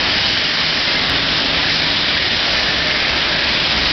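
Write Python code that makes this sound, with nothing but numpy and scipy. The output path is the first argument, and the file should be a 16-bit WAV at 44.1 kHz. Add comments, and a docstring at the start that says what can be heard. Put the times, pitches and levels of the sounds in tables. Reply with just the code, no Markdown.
"""On the deck of a river boat, beside its slowly turning stern wheel.
Water pours off the paddles as a dense rush of hiss, droplet impacts and ringing bubbles, over the
churn and rumble of the wake; the paddles reflect its treble. Narrow bands ring out briefly, and there
is one faint tick. The machinery hums unsteadily and gives one rising groan as the crank comes round."""
import sys
import numpy as np
from scipy import signal
from scipy.fft import rfft, irfft
from scipy.io import wavfile

SR = 44100
rng = np.random.default_rng(int(sys.argv[2]) if len(sys.argv) > 2 else 0)


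def generate_wav(signal):
    """Clip the signal to [-1, 1] and save it as 16-bit WAV at the path in sys.argv[1]."""
    frames = np.transpose(np.atleast_2d(signal))
    scaled = np.clip(frames, -1, 1) * 32767
    pcm = np.round(scaled).astype(np.int16)
    wavfile.write(sys.argv[1], SR, pcm)


N = 172872


def from_db(db):
    """Decibels to gain."""
    return 10 ** (np.asarray(db) / 20)


def unit_rms(x):
    """Scale to an rms of one."""
    return x / np.sqrt(np.mean(x ** 2) + 1e-20)


def per_sample(rows):
    """Interpolate each column after the time column; end values hold."""
    times_s, *columns = np.transpose(rows)
    return [np.interp(np.arange(N) / SR, times_s, column) for column in columns]


def drift(rate_hz):
    """Smooth random wander, unit rms."""
    hop, settle = 40, 2000
    pole = np.exp(-2 * np.pi * hop * rate_hz / SR)
    noise = rng.standard_normal(N // hop + settle + 2)
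    slow = signal.lfilter([1], [1, -2 * pole, pole * pole], noise)[settle:]
    return np.interp(np.arange(N) / hop, np.arange(len(slow)), unit_rms(slow))


def wavering_tone(hz, width_hz):
    """A tone whose amplitude and phase wander, filling a narrow band."""
    phase = 2 * np.pi * np.cumsum(np.full(N, hz)) / SR
    return unit_rms(drift(width_hz) * np.cos(phase) + drift(width_hz) * np.sin(phase))


def impacts(per_s, spread_db):
    """Random clicks, many small and a few large."""
    sizes = from_db(spread_db * np.minimum(rng.exponential(1, N), 4))
    signs = rng.choice([-1, 1], N)
    return unit_rms(sizes * signs * (rng.random(N) < per_s / SR))


# Water spectrum. Each row: frequency in Hz, relative level in dB.
WATER_SPECTRUM = [(15, -13.6), (25, -13), (45, -0.5), (90, -2.6), (120, -3.5), (220, -2), (340, -2.5),
                  (460, -6.5), (600, -2), (780, -4.5), (1050, -6), (1480, -4), (1700, -0.1), (2050, -0.87),
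                  (2400, -1), (2750, -2), (3000, 0.5), (3800, 0), (4500, -2), (5030, -1.5), (5350, -6.5),
                  (5700, -14.5), (6000, -25), (6300, -47.5)]
# Flow curves, low band to high. Each row: time in seconds, level in dB (used about the curve's mean).
WAKE_RUMBLE = [(0.0, -37), (0.24, -35.5), (0.84, -42), (1.12, -32.5), (1.36, -36.5), (1.76, -36.5),
               (1.88, -36), (2.16, -36), (3.84, -34.5), (3.91, -28.5)]
WAKE_CHURN = [(0.0, -22), (0.08, -23.1), (0.401, -25.5), (0.479, -24.5), (0.841, -24.5), (1.081, -22),
              (1.319, -23.5), (1.439, -22), (1.958, -25), (2.04, -23.5), (2.239, -25), (2.599, -22.5),
              (3.038, -24), (3.161, -22.0), (3.599, -23), (3.91, -22)]
SPLASH_LEVEL = [(0, -19), (.5, -19.5), (1.2, -20), (2.0, -21), (2.3, -18.5), (2.95, -18.5), (3.5, -19.5),
                (3.92, -19)]
SPRAY_LEVEL = [(0.0, -18.5), (0.2, -18.5), (0.521, -20), (1.321, -17), (1.68, -17.5), (1.76, -17.5),
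               (2.401, -17.5), (2.959, -19.5), (3.72, -17), (3.8, -20.5), (3.91, -17)]
HISS_LEVEL = [(0.0, -21), (0.241, -19), (0.44, -21), (0.762, -19.5), (1.162, -22.5), (1.402, -20),
              (1.519, -22), (1.761, -18), (1.88, -21), (2.079, -21), (2.281, -21.5), (2.6, -19),
              (2.76, -22), (3.082, -21.5), (3.279, -22), (3.56, -20.5), (3.678, -20.5), (3.91, -19)]
# Zone centres in Hz: rumble, churn (two), splash, spray, hiss.
ZONE_CENTRES_HZ = [70, 350, 1250, 2000, 3500, 4900]


def water_rush(level_db=-17, drop_share=0.39, swell_db=0.5, flutter_db=0.83):
    """Hiss and droplet impacts, in bands that follow the flow, swell singly and flutter together."""
    hiss = np.sqrt(1 - drop_share) * rng.standard_normal(N)
    drops = np.sqrt(drop_share) * impacts(per_s=2500, spread_db=2.5)
    hz = np.maximum(np.arange(N // 2 + 1) * SR / N, 1)
    points_hz, points_db = np.transpose(WATER_SPECTRUM)
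    colour = from_db(np.interp(np.log(hz), np.log(points_hz), points_db))
    water = unit_rms(irfft(rfft(hiss + drops) * colour, N))
    spectrum = rfft(water)
    curves = (WAKE_RUMBLE, WAKE_CHURN, WAKE_CHURN, SPLASH_LEVEL, SPRAY_LEVEL, HISS_LEVEL)
    flow_db = np.array([per_sample(curve)[0] for curve in curves])
    flow_db -= flow_db.mean(axis=1, keepdims=True)
    centres_hz = np.linspace(np.sqrt(50), np.sqrt(6000), 28) ** 2
    out = 0
    for centre_hz, selector in zip(centres_hz, np.eye(len(centres_hz))):
        weights = np.array([np.interp(centre_hz, ZONE_CENTRES_HZ, zone) for zone in np.eye(len(curves))])
        band = irfft(spectrum * np.interp(hz, centres_hz, selector), N)
        out += band * from_db(weights @ flow_db + swell_db * drift(rate_hz=1.3))
    return out * from_db(level_db + flutter_db * drift(rate_hz=59))


def bubbles(level_db=-31, ring_cycles=38, pitches=30):
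    """Small bubbles ring at scattered pitches, each falling 60 dB over ring_cycles."""
    clicks = impacts(per_s=270, spread_db=6.5)
    pitch_index = rng.integers(0, pitches, N)
    out = 0
    for k, hz in enumerate(np.geomspace(1600, 5000, pitches)):
        radius = np.exp(-np.log(1000) * hz / (ring_cycles * SR))
        angle = 2 * np.pi * hz / SR
        kicks = clicks * (pitch_index == k) + 1e-18
        out += signal.lfilter([0, np.sin(angle)], [1, -2 * radius * np.cos(angle), radius ** 2], kicks)
    return from_db(level_db) * unit_rms(out)


def paddle_echoes(water, paddles=14, echo_db=-20.5, sway_s=0.00011, highpass_hz=920):
    """Each turning paddle reflects the treble over a slowly changing path; longer waves bend round it."""
    n = np.arange(N)
    treble = signal.sosfilt(signal.butter(2, highpass_hz, "high", fs=SR, output="sos"), water)
    out = 0
    for delay_s in rng.uniform(0.008, 0.06, paddles):
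        lag = (delay_s + sway_s * drift(rate_hz=0.58)) * SR
        out += from_db(echo_db) * np.interp((n - lag) % N, n, treble)
    return out


# Hums. Each row: frequency in Hz, width in Hz, starting level in dB, final level in dB.
MACHINERY_HUMS = [(68.6, 4.4, -48.5, -36.5), (159, 5, -41, -43.5), (286.4, 11, -38, -47),
                  (598, 54, -52.5, -35.5)]


def machinery_hums():
    """Machinery and hull hum unsteadily, each tone growing or fading."""
    return sum(from_db(np.linspace(start_db, end_db, N)) * wavering_tone(hz, width_hz)
               for hz, width_hz, start_db, end_db in MACHINERY_HUMS)


# Swells. Each row: centre in seconds, length in seconds, pitch in Hz, full width in Hz, level in dB.
RINGING_SWELLS = [(0.403, 0.9, 2995, 200, -29.5), (0.535, 0.17, 1852, 90, -27.5),
                  (0.698, 0.39, 4920, 220, -35), (.86, .4, 2090, 50, -30), (1.005, .4, 162, 7, -31),
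                  (1.67, .12, 1684, 90, -27), (1.848, 0.32, 1772, 50, -31.5), (1.8, .5, 160, 7, -37),
                  (2.6, 0.45, 5540, 400, -37), (2.85, .3, 1768, 74, -29.5), (2.85, 0.2, 612, 42, -32),
                  (2.953, 0.13, 2094, 190, -27), (3.4, .16, 1656, 14, -30), (3.67, .12, 3250, 70, -29)]


def ringing_swells():
    """Narrow bands swell out of the rush and sink back."""
    t = np.arange(N) / SR
    out = 0
    for centre_s, length_s, hz, full_width_hz, db in RINGING_SWELLS:
        envelope = np.exp(-2 * ((t - centre_s) / length_s) ** 2)
        out += from_db(db) * envelope * wavering_tone(hz, full_width_hz / 2)
    return out


# Groan. Each row: time in seconds, pitch in Hz, level in dB.
CRANK_GROAN = [(.7, 238, -44), (1.1, 254, -34), (1.4, 264, -34.5), (1.57, 277, -32), (1.72, 284, -34),
               (2.03, 294, -37.5), (2.35, 303, -48)]


def crank_groan(jitter_hz=8, shake_db=2, shake_rate_hz=18):
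    """One shaky tone swells, rises and fades as the crank comes round."""
    pitch_hz, level_db = per_sample(CRANK_GROAN)
    phase = 2 * np.pi * np.cumsum(pitch_hz + jitter_hz * drift(shake_rate_hz)) / SR
    shake = from_db(shake_db * drift(shake_rate_hz))
    return from_db(level_db) * unit_rms(np.sin(phase) * shake)


def tick(start_s=1.098, level_db=-12, decay_samples=10):
    """One faint, sharp tick that dies within a millisecond."""
    age = np.arange(N) - int(start_s * SR)
    return from_db(level_db) * (age >= 0) * np.exp(-np.abs(age) / decay_samples)


def scene():
    """Water, paddle echoes and machinery, in mono."""
    water = water_rush() + bubbles()
    mix = water + paddle_echoes(water) + machinery_hums() + crank_groan() + ringing_swells()
    return mix[None]


def record(dry):
    """Soft clipping, then a steep treble cut; only the tick reaches higher."""
    ceiling, stop_hz, tick_stop_hz = 0.87, 6650, 16500
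    rounded = ceiling * np.tanh(dry / ceiling)
    narrow = signal.sosfilt(signal.cheby2(18, 60, stop_hz, fs=SR, output="sos"), rounded)
    return signal.sosfilt(signal.cheby2(18, 70, tick_stop_hz, fs=SR, output="sos"), narrow + tick())


dry = scene()
out = record(dry)
generate_wav(out)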